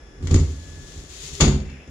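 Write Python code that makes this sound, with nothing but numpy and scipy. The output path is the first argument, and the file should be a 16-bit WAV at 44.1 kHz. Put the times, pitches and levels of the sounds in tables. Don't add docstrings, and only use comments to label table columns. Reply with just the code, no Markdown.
import sys
import numpy as np
from scipy import signal
from scipy.fft import rfft, irfft
from scipy.io import wavfile
from scipy.ndimage import uniform_filter1d

SR = 44100
rng = np.random.default_rng(int(sys.argv[2]) if len(sys.argv) > 2 else 0)


def to_wav(sig):
    pcm = np.clip(np.atleast_2d(sig), -1, 1) * 32767
    pcm = np.round(pcm).astype(np.int16)
    wavfile.write(sys.argv[1], SR, pcm.T)


N = 83790
TIME_S = np.arange(N) / SR
BINS_HZ = np.fft.rfftfreq(2 * N, 1 / SR)
STOP_AT_S = 1.403


def amp(db):
    return 10 ** (np.asarray(db) / 20)


def evened(x):
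    return x / np.sqrt(np.mean(x ** 2) + 1e-20)


def read(points, hz):
    f, value = np.transpose(points)
    return np.interp(np.log(hz + 1), np.log(f + 1), value)


def curve(rows, column):
    rows = np.array(rows)
    return np.interp(TIME_S, rows[:, 0], rows[:, column])


def colour(x, db):
    return irfft(rfft(x, 2 * N) * amp(db), 2 * N)[..., :N]


def convolved(x, response):
    return signal.fftconvolve(x, response, axes=1)[:, :N]


def highpass(x, order, cutoff_hz):
    return signal.sosfilt(signal.butter(order, cutoff_hz, 'high', fs=SR, output='sos'), x)


# frequency in Hz, correlation from -1 to 1.
LIKENESS = [(60, 0.98), (150, 0.94), (380, 0.91), (950, 0.12), (2380, -0.081), (5980, 0.0034),
            (15000, 0.055)]


def pair(a, b):
    same = np.clip(read(LIKENESS, BINS_HZ), -1, 1)
    spectrum = same * rfft(a, 2 * N) + np.sqrt(1 - same ** 2) * rfft(b, 2 * N)
    return np.array([a, irfft(spectrum, 2 * N)[:N]])


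RISE_CYCLES = 0.31


def ring(modes):
    t = np.arange(SR // 2) / SR
    total = np.zeros(len(t))
    for hz, db, t60_s in modes:
        decay = amp(db - 60 * t / t60_s)
        rise = 1 - np.exp(-t * hz / RISE_CYCLES)
        total += decay * rise * np.sin(2 * np.pi * hz * t)
    return total


def grit(per_s, spread_db):
    size = rng.standard_normal((2, N)) * amp(spread_db * rng.exponential(1, (2, N)))
    return size * (rng.random((2, N)) < per_s / SR)


# frequency in Hz, t60 in s.
ROOM_DECAY = [(500, 0.49), (2000, 0.39), (5000, 0.35), (9000, 0.35), (14000, 0.31)]


def room(x):
    hz, t, bands = signal.stft(rng.standard_normal((2, SR // 2)), SR, nperseg=128)
    bands = bands * amp(-60 * t / read(ROOM_DECAY, hz)[:, None])
    tail = signal.istft(bands, SR, nperseg=128)[1]
    return convolved(x, tail / np.linalg.norm(tail[0]))


# frequency in Hz, relative level in dB.
FAN_COLOUR = [(25, 4), (68, 2), (96, -13), (133, -10.5), (215, -16.5), (289, -13.5), (378, -12),
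              (523, -17.5), (1050, -25.5), (1660, -23), (3500, -33), (4500, -39.5), (5300, -25.5),
              (6000, -34.5), (7000, -35.5), (8800, -51), (10400, -40.5), (12000, -59), (15500, -68)]
# time in s, rms level in dB before the ports.
WHINE_LEVEL = [(0, -65), (.3, -63.5), (.55, -63.5), (.66, -57), (.8, -55.5), (.92, -60.5), (1.1, -67),
               (1.5, -65.5), (1.75, -68), (1.85, -62.5)]
FAN_DB, WHINE_HZ, OCTAVE_DB = -41.5, 1708, -69


def appliance():
    fan = evened(pair(*colour(rng.standard_normal((2, N)), read(FAN_COLOUR, BINS_HZ))))
    phase = 2 * np.pi * WHINE_HZ * TIME_S
    fundamental = amp(curve(WHINE_LEVEL, 1)) * np.sin(phase)
    octave = amp(OCTAVE_DB) * np.sin(2 * phase)
    return amp(FAN_DB) * fan + np.sqrt(2) * (fundamental + octave)


# time in s, relative level in dB.
CHATTER_LEVEL = [(1.58, -58.5), (1.63, -54.5), (1.68, -52), (1.72, -49), (1.77, -54.5), (1.8, -53.5),
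                 (1.85, -61), (1.9, -73)]
CHATTER_HZ, CHATTER_WIDTH_HZ = 2416, 520
CHATTER_PER_S, CHATTER_SPREAD_DB = 280, 2


def chatter():
    t = np.arange(600) / SR
    band_hz = CHATTER_HZ + CHATTER_WIDTH_HZ * np.array([[-.6], [.35]])
    tick = np.exp(-np.pi * 250 * t) * np.sin(2 * np.pi * t * band_hz)
    ticks = convolved(grit(CHATTER_PER_S, CHATTER_SPREAD_DB), tick)
    started = TIME_S > CHATTER_LEVEL[0][0]
    ticks = evened(ticks.sum(0)) * amp(curve(CHATTER_LEVEL, 1)) * started
    return .5 * ticks + room(np.array([ticks, ticks]))


# time in s, relative scrape level in dB, relative rumble level in dB.
SLIDE_LEVELS = [(.2, -68, -31), (.26, -52, -28.5), (.36, -67, -21), (.45, -52, -35), (.55, -52.5, -44),
                (.64, -53, -41), (.8, -52, -40.5), (.9, -49, -43), (1.02, -50, -39.5), (1.08, -53.5, -51),
                (1.12, -45, -56), (1.15, -45, -52), (1.2, -45, -50.5), (1.235, -40, -41),
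                (1.27, -41.5, -59), (1.32, -45, -34), (1.36, -41, -46), (1.4, -42.5, -44)]
STOP_FADE_S = 0.012


def moving():
    start = np.clip((TIME_S - SLIDE_LEVELS[0][0] + 0.036) / 0.056, 0, 1)
    return start * np.exp(-np.maximum(TIME_S - STOP_AT_S, 0) / STOP_FADE_S)


# frequency in Hz, relative level in dB.
SCRAPE_COLOUR = [(410, -43), (700, -18), (1450, -15.5), (1670, -22), (1800, -10), (2730, -8), (3730, -3.5),
                 (5080, -6.5), (7030, -3), (8760, -18), (10400, -16), (12400, -29), (15500, -29)]
GRIT_PER_S, GRIT_SPREAD_DB, GRIT_SHARE = 1800, 2.5, 0.34
PATCHY_DB = 1


def scrape():
    grains = evened(grit(GRIT_PER_S, GRIT_SPREAD_DB))
    rub = (1 - GRIT_SHARE) * rng.standard_normal((2, N)) + GRIT_SHARE * grains
    rub = evened(colour(rub, read(SCRAPE_COLOUR, BINS_HZ) - 30 * (BINS_HZ < 600)))
    rub = rub * amp(curve(SLIDE_LEVELS, 1)) * moving()
    lumps = uniform_filter1d(uniform_filter1d(rng.standard_normal(N), 900), 900)
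    rub = rub * amp(PATCHY_DB * evened(lumps))
    return pair(*(1.27 * rub + 0.52 * room(rub)))


# start in s, relative thump level in dB,
# relative clack level in dB, contact time in ms.
LID_BLOWS = [(0.2262, -20.5, -36, 2.74), (0.2717, -28, -24.5, 2.3), (0.3072, -23.5, -31.5, 0.92),
             (.311, -8.5, -22, 3.11), (0.319, -14.5, -30, 4.5), (.343, -5, -16.5, 2.56),
             (.352, -12.5, -33, 2.8), (.36, -18, -23.5, 6.9), (0.398, -16, -26.5, 4.4),
             (.497, -29, -67, 2.84), (0.722, -47, -66, 4.9), (0.958, -36, -56, 2.1),
             (1.4025, -16, -19.5, 0.36), (1.407, -19, -7.5, 3.7), (1.4082, -22, -7.5, 0.77),
             (1.413, -8, -9, 2.96), (1.419, -25, -11.5, 1.55), (1.432, -11.5, -22.5, 2.23),
             (1.442, -15, -22, 1.25), (1.466, -13, -51, 2), (1.479, -11, -18.5, 2.82),
             (1.52, -28.5, -36, 1.8), (1.543, -20.5, -32, 2.7), (1.601, -28, -36.5, 2.45),
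             (1.655, -38.5, -46, 3.3), (1.699, -47.5, -41, 2.4), (1.714, -33, -49, 2.2),
             (1.876, -35.5, -44, 1.8)]
# frequency in Hz, relative level in dB struck at the closed end,
# relative level in dB struck at the stop, t60 in s of the undamped ring.
CABINET_MODES = [(43.7, -5, -2, 0.18), (58.8, -11, -5, 0.42), (72.72, -4, -5, 0.52),
                 (83.35, -0.5, -5.5, 0.38), (102, -4, -5, 0.067), (143.17, -4, -0.5, 0.27),
                 (206.8, -20.5, -8.5, 0.2), (253.6, -13, -2, 0.16), (281.2, -8, -9, 0.2),
                 (306, -8.5, -6, 0.084), (369.7, -7, -6.5, 0.126), (404.8, -17.5, -14.5, 0.14),
                 (474.8, -13, -13.5, 0.16), (500.6, -48, -10.5, 0.068), (735, -10, -14, 0.078),
                 (1175, -8, -10, 0.099)]
DRAG_DAMPING = 0.46
BOOM_ROOM_DB, BOOM_ROOM_HZ = -6, 148


def cabinet():
    push = np.zeros((2, N))
    for start_s, thump_db, _, contact_ms in LID_BLOWS:
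        u = np.clip((TIME_S - start_s) / (contact_ms / 1000), 0, 1)
        unit_area = np.sin(np.pi * u) ** 2 * 2000 / (contact_ms * SR)
        push[int(start_s > STOP_AT_S)] -= amp(thump_db) * unit_area
    body = np.array([ring([(m[0], m[end], m[3]) for m in CABINET_MODES]) for end in (1, 2)])
    boom = convolved(push, body).sum(0)

    damped = ring([(m[0], (m[1] + m[2]) / 2, DRAG_DAMPING * m[3]) for m in CABINET_MODES])
    rumble = signal.lfilter([1], [1, -.97], rng.standard_normal((2, N)))
    rumble = rumble * amp(curve(SLIDE_LEVELS, 2)) * moving()
    drag = convolved(rumble, damped[None]) / (np.linalg.norm(damped) * 25)

    upper = highpass(boom, 4, BOOM_ROOM_HZ)
    echo = amp(BOOM_ROOM_DB) * room(np.array([upper, upper]))
    return boom + pair(*(echo + drag))


# frequency in Hz, relative level in dB, t60 in s.
GLASS_MODES = [(2350, -5, .012), (2900, -7, .012), (3700, -2, .014), (4600, -3, .014), (5300, -4, .01),
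               (6930, 2, .016)]
# frequency in Hz, relative level in dB.
CLACK_COLOUR = [(300, 4), (500, -10), (1130, -11.5), (1500, -16), (2500, -12.5), (3700, -11), (4600, -11),
                (6000, -16), (7000, -10), (7800, -17.5), (8800, -27), (10300, -25.5), (12000, -43),
                (15500, -47)]
CLACK_RISE_S, CLACK_DECAY_S = 0.00044, 0.0038
GLASS_DB, SEALED_GLASS_DB, TAIL_DB = -8.5, -14, 0.5


def clacks():
    power = np.zeros((3, N))
    for k, (start_s, _, clack_db, _) in enumerate(LID_BLOWS):
        decay = np.exp(-np.maximum(TIME_S - start_s, 0) / CLACK_DECAY_S)
        rise = np.clip((TIME_S - start_s) / CLACK_RISE_S, 0, 1)
        power[k % 3] += (amp(clack_db) * decay * rise) ** 2
    glass = ring(GLASS_MODES)
    glass = glass[None] / np.linalg.norm(glass)
    glass_gain = amp(GLASS_DB + SEALED_GLASS_DB * (TIME_S < STOP_AT_S))
    shade = read(CLACK_COLOUR, BINS_HZ) - 40 * (BINS_HZ < 400)
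    shade -= 10 * np.log10(np.mean(amp(shade) ** 2))
    out = np.zeros((2, N))
    for turn_power in power:
        hit = 0.59 * np.sqrt(turn_power) * rng.standard_normal((2, N))
        direct = colour(hit, shade) + convolved(hit * glass_gain, glass)
        out += direct + amp(TAIL_DB) * room(direct)
    return pair(*out)


def scene():
    return appliance() + chatter() + scrape() + cabinet() + clacks()


# frequency in Hz, left minus right in dB.
PORT_LEAN = [(40, -1), (120, -.7), (200, -.2), (330, 1), (500, 0), (770, -.5), (1170, 1), (1790, 2.5),
             (2740, 4.5), (4190, 4), (5500, 7), (6900, 16), (8000, 8), (9800, -6), (12000, -2), (15000, 0)]
LOW_CUT_HZ, EDGE_HZ = 37.7, 15850


def record(dry):
    lean = read(PORT_LEAN, BINS_HZ)
    mean_power_db = 10 * np.log10((amp(lean) + amp(-lean)) / 2)
    ports = colour(dry, np.array([lean / 2, -lean / 2]) - mean_power_db / 2)
    ports = highpass(ports, 3, LOW_CUT_HZ)
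    lowpass = signal.firwin(511, EDGE_HZ, window=("kaiser", 9), fs=SR)
    return signal.oaconvolve(ports, lowpass[None], "same")


dry = scene()
out = record(dry)
to_wav(out)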